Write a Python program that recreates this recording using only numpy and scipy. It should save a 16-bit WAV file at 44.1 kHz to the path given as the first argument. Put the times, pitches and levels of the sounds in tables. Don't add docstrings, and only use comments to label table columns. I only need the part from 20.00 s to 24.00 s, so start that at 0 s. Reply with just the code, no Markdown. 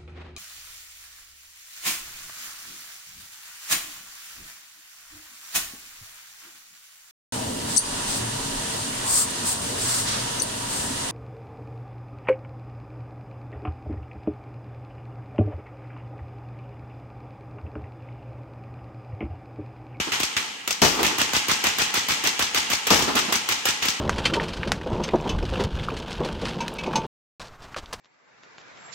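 import sys
import numpy as np
from scipy.fft import rfft, irfft, next_fast_len
from scipy.io import wavfile

SR = 44100
rng = np.random.default_rng(int(sys.argv[2]) if len(sys.argv) > 2 else 0)


def inscribe(sig):
    pcm = np.round(np.clip(np.atleast_2d(sig).T, -1, 1) * 32767)
    wavfile.write(sys.argv[1], SR, pcm.astype(np.int16))


N = 176400
N_FFT = next_fast_len(N + 8192)
HZ = np.fft.rfftfreq(N_FFT, 1 / SR)

# (time [s], crack [dB], wash [dB], bark [dB], thump [dB], bolt time [s], bolt [dB])
RIFLE_SHOTS = [(.200, -19.5, -28.5, -39, -28, .2315, -16.5), (.676, -20.5, -29.5, -43, -41, .7065, -17),
               (1.03, -17, -18.5, -36, -28.5, 1.0645, -19.5), (1.183, -19.5, -19.5, -28, -27, 1.215, -18.5),
               (1.333, -20.5, -19.5, -28.5, -24.5, 1.364, -18.5),
               (1.483, -19, -18.5, -23.5, -27.5, 1.515, -18), (1.639, -19, -19.5, -23.5, -30, 1.668, -19.5),
               (1.784, -19.5, -19.5, -32.5, -28.5, 1.817, -18),
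               (1.940, -18.5, -20.5, -29, -30.5, 1.973, -19.5),
               (2.085, -20, -20, -28.5, -29.5, 2.118, -20.5), (2.238, -21, -20, -28.5, -34, 2.271, -17.5),
               (2.392, -19, -21.5, -27.5, -29.5, 2.423, -18), (2.546, -18, -19.5, -29, -31.5, 2.578, -18.5),
               (2.700, -20, -21.5, -34, -30, 2.7315, -17.5), (2.869, -17.5, -24.5, -34, -37, 2.904, -19),
               (2.991, -23, -31, -36, -26, 3.022, -19.5), (3.154, -18.5, -19, -23, -32, 3.189, -18.5),
               (3.324, -16.5, -22, -30, -36, 3.355, -18), (3.488, -17.5, -21.5, -38, -36, 3.521, -19.5),
               (3.654, -16.5, -20.5, -29, -32.5, 3.686, -17), (3.853, -23, -29, -35, -29.5, 3.884, -16)]
# (time [s], level [dB])
HEAVY_SHOTS = [(0.817, -14), (2.904, -14.5)]
# (time [s], crack [dB], wash [dB], thump [dB])
FAR_LANE_SHOTS = [(0, -24, -27.5, -21.5), (.119, -24.5, -22.5, -42), (.367, -18.5, -24.8, -38),
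                  (3.822, -24, -23, -37)]
# (frequency [Hz], level [dB])
CRACK_SPECTRUM = [(40, -24), (150, -10), (330, 5), (600, 1.5), (1000, 4.5), (1400, 8), (1750, 3),
                  (2900, 6.5), (4200, 2.5), (6500, 2.5), (8500, -2.5), (12000, -3.5), (16000, -5.5)]
WASH_SPECTRUM = [(30, -22), (60, -5.5), (200, -4), (380, -3), (580, -8), (900, 0), (1550, 2.5), (2100, 4),
                 (2900, 4.5), (4300, -1.5), (6200, -1.5), (8000, -9.5), (12000, -14.5), (16000, -21)]
BOOM_SPECTRUM = [(30, -24), (70, -9), (130, -7), (230, -1), (400, 1), (580, -6), (900, 0.5), (1300, -2.5),
                 (2000, -9), (5000, -13), (16000, -35)]
THUMP_SPECTRUM = [(20, -38), (42, -10), (65, -2.5), (130, -4.5), (280, -0.5), (600, -9), (1500, -35),
                  (5000, -90)]


def amp(db):
    return 10 ** (np.asarray(db) / 20)


def unit(x):
    return x / np.sqrt(np.mean(x ** 2) + 1e-20)


def curve(points):
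    hz, values = np.transpose(points)
    return np.interp(np.log(HZ + 1), np.log(hz + 1), values)


def room_peaks(depth_db, width_hz):
    return depth_db * np.interp(HZ / width_hz, np.arange(1200), rng.standard_normal(1200))


def resonance(centre_hz, db, width):
    return db * np.exp(-(np.log(HZ / centre_hz + 1e-9) / width) ** 2)


def noise(spectrum, peaks_db=0):
    # (frequency [Hz], correlation [-1..1])
    port_correlation = [(50, 0.34), (400, 0.63), (650, 0.25), (1250, 0.35), (1600, -0.32), (2400, 0.3),
                        (5000, -0.044), (8500, 0.31)]
    swing_from_hz, in_phase_hz, period_hz = 9200, 12020, 3530
    swing = np.tanh(3.8 * np.cos(2 * np.pi * (HZ - in_phase_hz) / period_hz))
    correlation = np.where(HZ > swing_from_hz, swing, curve(port_correlation))
    angle = np.arccos(np.clip(correlation, -1, 1)) / 2
    coloured = rfft(rng.standard_normal((2, N_FFT))) * amp(curve(spectrum) + peaks_db)
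    mid, side = coloured * [np.cos(angle), np.sin(angle)]
    return unit(irfft(np.array([mid + side, mid - side]), N_FFT)[:, :N])


def clumps(depth_db, rate_hz):
    knots = rng.standard_normal((2, N // 8))
    position = np.arange(N) * rate_hz / SR
    flutter = np.array([np.interp(position, np.arange(len(k)), k) for k in knots])
    return unit(amp(depth_db * flutter))


def envelope(times_s, levels_db, attack_s, hold_s, t60_s):
    t = np.arange(int(min(attack_s + hold_s + t60_s, 2) * SR)) / SR
    decay_db = -60 * np.maximum(t - attack_s - hold_s, 0) / t60_s
    shape = np.minimum(t / attack_s, 1) * amp(decay_db) ** 2
    power = np.zeros(N + 3 * SR)
    for start_s, db in zip(times_s, levels_db):
        power[max(round(start_s * SR), 0):][:len(t)] += amp(db) ** 2 * shape
    return np.sqrt(power[:N])


def thumps(times_s, levels_db, lag_cycles):
    pulses = np.zeros(N)
    pulses[np.clip(np.round(times_s * SR).astype(int), 0, N - 1)] = amp(levels_db)
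    response = amp(curve(THUMP_SPECTRUM)) * np.exp(-2j * np.pi * lag_cycles * np.log(HZ + 1))
    peak = np.abs(irfft(response, N_FFT)).max()
    return irfft(rfft(pulses, N_FFT) * response, N_FFT)[:N] / peak


def ventilation():
    return amp(-59.5) * noise(BOOM_SPECTRUM)


def hall():
    # (frequency [Hz], level [dB])
    ring_spectrum = [(25, -33), (55, -9), (110, -14), (200, -7), (380, -7), (600, -9), (900, -.7),
                     (1300, -0.5), (2000, 2.5), (3100, 2.5), (4200, -0.5), (6200, -0.3), (8000, -8),
                     (12000, -21.5), (16000, -38)]
    # (frequency [Hz], T60 [s])
    band_decays = [(60, 1.5), (300, 2.6), (1000, 1.57), (2700, 1.84), (6000, 1.04), (15000, 1.8)]
    rifle_s, _, wash_db, *_ = np.transpose(RIFLE_SHOTS)
    heavy_s, heavy_db = np.transpose(HEAVY_SHOTS)
    far_s, _, far_db, _ = np.transpose(FAR_LANE_SHOTS)
    feed_db = np.maximum(wash_db, -25)
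    times_s = np.r_[rifle_s + .02, heavy_s, far_s]
    levels_db = np.r_[feed_db - 8.6, heavy_db - 14, far_db - 7]
    spectrum = rfft(noise(ring_spectrum, room_peaks(depth_db=2.1, width_hz=50)), N_FFT)
    ring = 0
    for band_hz, t60_s in band_decays:
        band_gain = curve([(hz, hz == band_hz) for hz, _ in band_decays])
        band = irfft(spectrum * band_gain, N_FFT)[:, :N]
        initial = envelope([0], [-33], attack_s=.00078, hold_s=.01, t60_s=t60_s)
        fed = envelope(times_s, levels_db, attack_s=.041, hold_s=.0079, t60_s=t60_s)
        ring += band * np.hypot(initial, fed)
    return ring * clumps(depth_db=1.2, rate_hz=310)


def far_guns():
    shot_s, crack_db, wash_db, thump_db = np.transpose(FAR_LANE_SHOTS)
    crack = envelope(shot_s - .001, crack_db, attack_s=.0026, hold_s=.0021, t60_s=.06)
    wash = envelope(shot_s, wash_db, attack_s=.0071, hold_s=.013, t60_s=.27)
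    report = noise(WASH_SPECTRUM, resonance(centre_hz=2500, db=1, width=.43)) * np.hypot(crack, wash)
    return report * clumps(depth_db=2, rate_hz=600) + thumps(shot_s, thump_db, lag_cycles=.8)


def far_end_booms():
    # (time [s], level [dB], pitch [Hz])
    echoes = [(.068, -31, 288), (.988, -20, 392), (2.992, -27.5, 245), (3.077, -21.5, 302),
              (3.15, -24, 280), (3.282, -29, 230)]
    booms = 0
    for time_s, db, pitch_hz in echoes:
        boom = noise(BOOM_SPECTRUM, resonance(pitch_hz, db=8, width=.2))
        booms += boom * envelope([time_s], [db], attack_s=.0062, hold_s=.01, t60_s=.19)
    return booms


def heavy_gun():
    # (frequency [Hz], level [dB])
    blast_spectrum = [(30, -26), (90, -5), (185, 1.5), (350, -2), (520, 0), (780, 1.5), (1300, -1.5),
                      (2000, -7.5), (5000, -13), (16000, -33)]
    sizzle_spectrum = [(100, -20), (900, -4), (2000, -1.5), (3200, 1.5), (4000, -2.5), (5800, 1.5),
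                       (8000, -9), (12000, -13.5), (16000, -19)]
    shot_s, db = np.transpose(HEAVY_SHOTS)
    crack = noise(CRACK_SPECTRUM) * envelope(shot_s, db - 2, attack_s=.001, hold_s=.002, t60_s=.022)
    blast = noise(blast_spectrum, room_peaks(depth_db=1.5, width_hz=95))
    blast *= envelope(shot_s + .001, db - .2, attack_s=.0035, hold_s=.014, t60_s=.27)
    sizzle = noise(sizzle_spectrum) * envelope(shot_s, db - 3.5, attack_s=.00087, hold_s=.035, t60_s=.49)
    push = noise(THUMP_SPECTRUM)
    push *= envelope(shot_s + .02, db - 15.5, attack_s=.011, hold_s=.018, t60_s=.67)
    push += thumps(shot_s + .00421, db - 2.5, lag_cycles=2.8)
    rumble = noise(BOOM_SPECTRUM, resonance(centre_hz=270, db=3.5, width=.35))
    rumble *= envelope(shot_s + .084, db - 15.5, attack_s=.054, hold_s=.15, t60_s=.91)
    report = (crack + blast + sizzle) * amp([[1.2], [-1.2]])
    return push + rumble + far_end_booms() + report * clumps(depth_db=2, rate_hz=700)


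def wall_wash(shot_s, wash_db, bark_db):
    # (frequency [Hz], level [dB])
    bark_spectrum = [(100, -33), (500, -12), (950, -0.5), (1550, 1), (2500, -6.5), (6000, -26),
                     (16000, -50)]
    colour_db = room_peaks(depth_db=1.8, width_hz=228.6)
    bark = envelope(shot_s + .0052, bark_db - .9, attack_s=.0081, hold_s=.02, t60_s=.081)
    wash = envelope(shot_s + .0065, wash_db - .9, attack_s=.012, hold_s=.0097, t60_s=.24)
    return noise(bark_spectrum, colour_db) * bark + noise(WASH_SPECTRUM, colour_db) * wash


def bolt(close_s, db):
    # (frequency [Hz], level [dB])
    impact_spectrum = [(40, -22), (150, -7), (400, 0), (700, -3), (1200, -0.5), (2500, 4), (6000, 4.5),
                       (8500, -3), (12000, -10), (16000, -9)]
    slap_spectrum = [(100, -30), (1200, -17), (3000, -3.5), (6000, 3), (8500, -9.5), (16000, -22)]
    impact = noise(impact_spectrum, room_peaks(depth_db=1.5, width_hz=216))
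    impact *= envelope(close_s, db, attack_s=.0011, hold_s=.0016, t60_s=.053)
    slap = envelope(close_s + .019, db - 8, attack_s=.002, hold_s=.002, t60_s=.037)
    tail = envelope(close_s + .01, db - 12, attack_s=.003, hold_s=.006, t60_s=.23)
    return impact + noise(slap_spectrum) * np.hypot(slap, tail)


def rifle():
    shot_s, crack_db, wash_db, bark_db, thump_db, bolt_s, bolt_db = np.transpose(RIFLE_SHOTS)
    snap = envelope(shot_s - .0005, crack_db, attack_s=.0021, hold_s=.001, t60_s=.016)
    tail = envelope(shot_s, crack_db - 3.3, attack_s=.0032, hold_s=.0031, t60_s=.062)
    crack = noise(CRACK_SPECTRUM) * np.hypot(snap, tail)
    wash = sum(wall_wash(shot_s[k::4], wash_db[k::4], bark_db[k::4]) for k in range(4))
    report = crack + wash + bolt(bolt_s, bolt_db)
    muzzle_thump = thumps(shot_s, thump_db, lag_cycles=1.5)
    bolt_thump = thumps(bolt_s + .001, thump_db + 1.5, lag_cycles=1.051)
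    return report * clumps(depth_db=2.5, rate_hz=800) + muzzle_thump + bolt_thump


def scene():
    return rifle() + heavy_gun() + far_guns() + hall() + ventilation()


def record(dry):
    # (frequency [Hz], left minus right [dB])
    balance = [(200, -0.2), (1200, 0), (2100, -1), (3400, -0.5), (5400, 4), (7000, 3.5), (9000, -1)]
    ceiling, cutoff_hz = .85, 15800
    limited = dry / (1 + np.abs(dry / ceiling) ** 4) ** (1 / 4)
    channel_gain = amp(curve(balance) * np.array([[.5], [-.5]]))
    return irfft(rfft(limited, N_FFT) * channel_gain * (HZ < cutoff_hz), N_FFT)[:, :N]


dry = scene()
out = record(dry)
inscribe(out)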